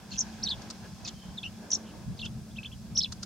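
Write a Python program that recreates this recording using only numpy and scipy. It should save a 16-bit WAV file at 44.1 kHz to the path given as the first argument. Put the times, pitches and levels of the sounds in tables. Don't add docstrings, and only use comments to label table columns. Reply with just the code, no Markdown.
import sys
import numpy as np
from scipy import signal
from scipy.fft import rfft, irfft
from scipy.io import wavfile
from scipy.ndimage import uniform_filter1d

SR = 44100
rng = np.random.default_rng(int(sys.argv[2]) if len(sys.argv) > 2 else 0)


def digitize_waveform(pressure):
    field = np.atleast_2d(pressure).T
    bounded = np.clip(field, -1, 1)
    quanta = np.round(bounded * 32767).astype(np.int16)
    wavfile.write(sys.argv[1], SR, quanta)


N = 143325
T = np.arange(N) / SR
FLUTTER_PER_S = 9.7
ROUGH_PER_S = 200


def from_db(db):
    return 10 ** (np.asarray(db) / 20)


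def rms_one(x):
    return x / np.sqrt(np.mean(x ** 2) + 1e-20)


def level(rows):
    return from_db(np.interp(T, *np.transpose(rows)))


def at_hz(points, hz):
    f, value = np.transpose(points)
    return np.interp(np.log(hz), np.log(f), value)


def stretch(s, length):
    return np.exp(-np.square(np.square(2 * (T - s) / length)))


def drift(rate):
    r = np.exp(-2 * np.pi * rate / SR)
    wander = signal.lfilter([1], [1, -2 * r, r * r], rng.standard_normal(N + SR))
    return rms_one(wander[SR:])


def complex_drift(rate):
    return drift(rate) + 1j * drift(rate)


def air_noise(colour, ripple_db=1.8):
    # [f/Hz, correlation]
    likeness = [(30, 0.27), (200, 0.87), (1200, 0.69), (3000, 0.36), (8000, 0.094)]
    hz = np.maximum(np.fft.rfftfreq(N, 1 / SR), 1)
    grid = np.arange(0, SR / 2, 130)
    in_range = (grid > 450) & (grid < 7000)
    ripple = ripple_db * np.interp(hz, grid, rng.standard_normal(len(grid)) * in_range)
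    lowest, highest = colour[0][0], colour[-1][0]
    edges = np.minimum(1, np.minimum(hz / lowest, highest / hz)) ** 2
    gain = from_db(at_hz(colour, hz) + ripple) * edges
    alike = np.clip(at_hz(likeness, hz), -1, 1)
    mid, side = rfft(rng.standard_normal((2, N)))
    common = np.sqrt(1 + alike) * mid
    opposed = np.sqrt(1 - alike) * side * [[1], [-1]]
    return rms_one(irfft(gain * (common + opposed), N))


def shifting_noise(colour, count=4):
    flutter_db, ripple_db = 3.5, 5
    layers = [from_db(flutter_db * drift(FLUTTER_PER_S)) * air_noise(colour, ripple_db) for _ in range(count)]
    return rms_one(sum(layers))


def microphone_noise():
    # [f/Hz, relative density/dB per Hz]
    mic_colour = [(2000, -9), (8500, 0.5), (16000, -9)]
    return from_db(-63) * air_noise(mic_colour)


def outdoor_hiss():
    # [f/Hz, relative density/dB per Hz]
    hiss_colour = [(1700, -5.5), (5000, 6.5), (6600, 4), (8000, -5.5), (12000, -22)]
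    # [t/s, level/dB]
    hiss_level = [(0, -61.5), (.25, -55), (2.4, -61.5), (3.25, -60)]
    return level(hiss_level) * air_noise(hiss_colour)


def air_rumble():
    # [f/Hz, relative density/dB per Hz]
    rumble_colour = [(35, -10.5), (52, 3), (72, 3.5), (205, 2.5), (260, -10.5), (400, -34)]
    # [t/s, level/dB]
    rumble_level = [(0, -51.5), (.3, -47), (.7, -48.5), (1.56, -47.5), (1.7, -54), (1.95, -46),
                    (3.25, -44.5)]
    flutter_db = 3
    return level(rumble_level) * from_db(flutter_db * drift(FLUTTER_PER_S)) * air_noise(rumble_colour)


def distant_wash():
    # [f/Hz, relative density/dB per Hz]
    far_colour = [(290, 2), (450, -5), (850, -2.5), (1150, -9), (3000, -16.5)]
    # [t/s, level/dB]
    far_level = [(0, -51.5), (.75, -51.5), (1.05, -55), (1.85, -55), (2.4, -61), (3.25, -59)]
    return level(far_level) * shifting_noise(far_colour)


def engine_hum():
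    # [f/Hz, level/dB, start t/s, waver as share of the core]
    hum_tones = [(122, -55, 1.9, 0), (187.5, -53, 0, 0.85), (219.7, -51, 0.012, 1)]
    waver_per_s, swell_s = 5.8, .15
    out = np.zeros(N)
    for hz, db, start, waver in hum_tones:
        swell = np.clip((T - start) / swell_s, 0, 1)
        wander = 1 + waver * complex_drift(waver_per_s)
        tone = rms_one(np.real(wander * np.exp(2j * np.pi * hz * T)))
        out += from_db(db) * swell * tone
    return out


def far_calls():
    # [centre t/s, length/s, f/Hz, width/Hz, level/dB]
    call_rows = [(1.237, 0.18, 3120, 45, -60), (1.883, 0.08, 3035, 450, -58.5)]
    out = np.zeros(N)
    for s, length, hz, width, db in call_rows:
        call = np.real(complex_drift(width) * np.exp(2j * np.pi * hz * T))
        out += from_db(db) * stretch(s, length) * call
    return out


def rustle():
    # [f/Hz, relative density/dB per Hz]
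    rustle_colour = [(300, 1.5), (550, -7), (900, -12.5)]
    # [t/s, level/dB]
    rustle_level = [(1.58, -63), (1.64, -50.5), (1.9, -51), (2.45, -60.5)]
    return level(rustle_level) * shifting_noise(rustle_colour)


def bush(x, count=36):
    first_s, last_s, decay_s = 0.001077, 0.022, 0.0098
    ear_skew_s = .00005
    twig_db, tail_db, tail_t60_s = -4.5, -23.5, 0.26
    t = T[:SR // 2]
    early = np.zeros((2, len(t)))
    delays = np.linspace(first_s, last_s, count) * rng.uniform(.9, 1.1, count)
    skews = rng.uniform(-0.36, 1, count)
    signs = rng.choice([-1, 1], count)
    for delay, skew, sign in zip(delays, skews, signs):
        for ear, way in enumerate((-1, 1)):
            arrival = int((delay + way * skew * ear_skew_s) * SR)
            early[ear, arrival] += sign * np.exp(-delay / decay_s)
    tail = rng.standard_normal((2, len(t))) * from_db(-60 * t / tail_t60_s) * (t > first_s)
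    response = from_db(twig_db) * rms_one(early) + from_db(tail_db) * rms_one(tail)
    response /= np.sqrt(len(t))
    return signal.fftconvolve(x[None], response, axes=1)[:, :N]


def ticks():
    # [peak t/s, level/dB, rise/s, decay/s]
    tick_rows = [(.621, -46.5, 0.004, .009), (0.7019, -35, 0.00071, 0.003), (0.709, -36, 0.0022, 0.004),
                 (2.256, -42, 0.0065, 0.0084), (3.124, -32.5, 0.0017, 0.0058), (3.232, -33, 0.0027, 0.006)]
    # [f/Hz, relative density/dB per Hz]
    tick_colour = [(500, -21), (1400, 2.5), (2400, -11.5), (4600, 9), (6600, 3.5), (16000, -32)]
    shape = np.zeros(N)
    for s, db, rise, decay in tick_rows:
        shape += from_db(db) * np.exp(-np.maximum((s - T) / rise, (T - s) / decay))
    return shape * air_noise(tick_colour)


def scratches():
    # [centre t/s, length/s, level before flutter/dB]
    scratch_rows = [(0.138, 0.061, -49), (1.064, 0.03, -46), (1.085, 0.019, -42), (2.19, 0.05, -60)]
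    # [f/Hz, relative density/dB per Hz]
    scratch_colour = [(2500, -3), (4300, 8.5), (7000, 5), (8500, -22.5)]
    flutter_db = 4.3
    shape = sum(from_db(db) * stretch(s, length) for s, length, db in scratch_rows)
    return shape * from_db(flutter_db * drift(ROUGH_PER_S)) * air_noise(scratch_colour)


def song():
    # [t/s, f/Hz, level before shimmer and throb/dB]
    note_points = [
        [(.112, 4750, -50.5), (.119, 4180, -43), (.125, 4630, -48), (.129, 3970, -47), (.133, 5540, -51),
         (.142, 3800, -52)],
        [(.117, 2770, -55), (.125, 2760, -51), (.131, 4400, -48)],
        [(.132, 3440, -48), (.14, 2510, -48.5), (.146, 3700, -43)],
        [(.157, 2840, -49), (.162, 2570, -50.5), (.167, 3680, -42)],
        [(.175, 6100, -35), (.18, 5730, -50), (.184, 5960, -23.5), (.186, 5240, -39), (.192, 6300, -20.5),
         (.198, 7420, -53), (.203, 7450, -31), (.2085, 5940, -21.5), (.212, 5400, -30.5), (.219, 5170, -46)],
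        [(.426, 3700, -45.5), (.436, 5430, -29), (.44, 6050, -26), (.444, 4780, -44), (.458, 4370, -38),
         (.468, 3750, -32.5), (.475, 3880, -30), (.479, 2950, -42.5)],
        [(.483, 3170, -40), (.487, 4000, -30), (.499, 5050, -42), (.504, 4230, -33), (.513, 3654, -30),
         (.526, 3484, -34.5), (.537, 3580, -44), (.543, 2680, -51)],
        [(1.045, 6870, -54), (1.05, 5610, -37), (1.053, 3680, -52), (1.056, 5040, -40), (1.061, 4800, -44),
         (1.065, 4070, -41), (1.069, 3140, -53)],
        [(1.052, 2580, -46.5), (1.062, 2510, -52)],
        [(1.077, 3600, -54), (1.081, 4350, -44), (1.088, 4030, -47), (1.096, 3460, -51)],
        [(1.373, 4100, -49.5), (1.386, 3477, -34), (1.394, 3330, -50)],
        [(1.428, 3200, -57), (1.432, 3330, -35.5), (1.436, 4530, -50)],
        [(1.435, 2540, -42.5), (1.445, 2880, -36.5), (1.464, 2790, -34), (1.471, 3060, -47), (1.479, 3020, -53)],
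        [(1.7045, 5400, -31), (1.709, 7360, -39), (1.713, 7400, -45), (1.7178, 5810, -19), (1.72, 5000, -35),
         (1.725, 2830, -42.5)],
        [(1.729, 5860, -29), (1.7345, 5960, -18.5), (1.738, 5570, -27), (1.742, 6970, -35), (1.746, 7700, -37),
         (1.7515, 5800, -23), (1.754, 5360, -26.5), (1.757, 5440, -48)],
        [(1.738, 5100, -41), (1.743, 3260, -45)],
        [(1.754, 4900, -49), (1.76, 3600, -42)],
        [(2.174, 4930, -54), (2.188, 4390, -59), (2.192, 4050, -41.5), (2.196, 2620, -41.5)],
        [(2.196, 4300, -51), (2.2, 3130, -39), (2.204, 4300, -46), (2.211, 4530, -51), (2.2185, 3330, -34),
         (2.222, 3070, -51), (2.229, 2724, -38.5), (2.238, 2710, -41), (2.248, 3170, -45), (2.262, 2630, -42)],
        [(2.26, 3860, -43), (2.266, 3240, -38), (2.269, 3300, -51), (2.278, 2790, -69)],
        [(2.509, 3270, -58), (2.519, 3720, -63)],
        [(2.56, 2710, -53), (2.571, 3350, -45.5), (2.577, 4200, -52.5)],
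        [(2.581, 2650, -49), (2.589, 2590, -35.5), (2.599, 2580, -50)],
        [(2.63, 2410, -42.5), (2.64, 4430, -53)],
        [(2.646, 2410, -42.5), (2.656, 3340, -44.5), (2.662, 3465, -37.5), (2.672, 2500, -59)],
        [(2.716, 2600, -51), (2.721, 3230, -55), (2.728, 3400, -50), (2.738, 2820, -53)],
        [(2.95, 5240, -46), (2.963, 5700, -31), (2.969, 6500, -46)],
        [(2.967, 2775, -41), (2.973, 4510, -31), (2.9765, 5650, -19.5), (2.981, 6450, -28),
         (2.987, 5560, -24.5), (2.995, 5250, -23), (3.002, 5280, -41), (3.006, 3720, -35), (3.009, 3200, -32)],
        [(3.012, 3120, -39), (3.016, 4090, -25), (3.022, 4860, -36), (3.032, 5460, -33.5), (3.037, 3940, -28),
         (3.043, 4030, -36), (3.047, 3370, -25), (3.052, 3430, -46), (3.06, 2550, -38)],
    ]
    # [centre t/s, length/s, rate/swings per s, depth/share of pitch]
    warble_rows = [(.5195, .038, 152, .06), (1.0875, .022, 290, .2)]
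    pitch_jitter, shimmer_db, warble_swing_db = 0.011, -1, 3
    octave_db, rasp_db, rasp_per_s = -29.5, -28, 2000
    overtone_hz, overtone_width_hz, overtone_lift_db = 5900, 540, 9
    voice_band_hz = (2100, 8200)

    jitter, shimmer = drift(ROUGH_PER_S), drift(ROUGH_PER_S)
    rasp = complex_drift(rasp_per_s)
    dips = [stretch(s, length) * np.cos(2 * np.pi * rate * (T - s)) for s, length, rate, _ in warble_rows]
    warble = -sum(dip * row[3] for dip, row in zip(dips, warble_rows))
    throb_db = warble_swing_db * sum(dips)
    out = np.zeros(N)
    for note in note_points:
        s, hz, db = np.transpose(note)
        s = np.sort(s)
        i = np.flatnonzero((T > s[0] - .01) & (T < s[-1] + .01))
        glide = uniform_filter1d(np.interp(T[i], s, hz), size=90)
        pitch = glide * (1 + pitch_jitter * jitter[i] + warble[i])
        sounding = 1. * ((T[i] > s[0]) & (T[i] < s[-1]))
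        gate = uniform_filter1d(sounding, size=70)
        effort = gate * from_db(np.interp(T[i], s, db) + shimmer_db * shimmer[i] + throb_db[i])
        turn = np.exp(2j * np.pi * np.cumsum(pitch) / SR)
        nearness = np.exp(-((2 * pitch - overtone_hz) / overtone_width_hz) ** 2)
        octave = from_db(octave_db + overtone_lift_db * nearness)
        whistle = turn + octave * turn ** 2
        out[i] += effort * np.real(whistle * (1 + from_db(rasp_db) * rasp[i]))
    voice_band = signal.butter(4, voice_band_hz, "band", fs=SR, output="sos")
    return np.sqrt(2) * signal.sosfilt(voice_band, out)


def scene():
    surroundings = microphone_noise() + outdoor_hiss() + air_rumble() + distant_wash() + engine_hum()
    surroundings = surroundings + far_calls() + rustle()
    bird = song()
    return surroundings + bush(bird) + ticks() + scratches() + bird


def record(dry):
    return signal.sosfilt(signal.ellip(10, .1, 70, 15800, fs=SR, output="sos"), dry)


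dry = scene()
out = record(dry)
digitize_waveform(out)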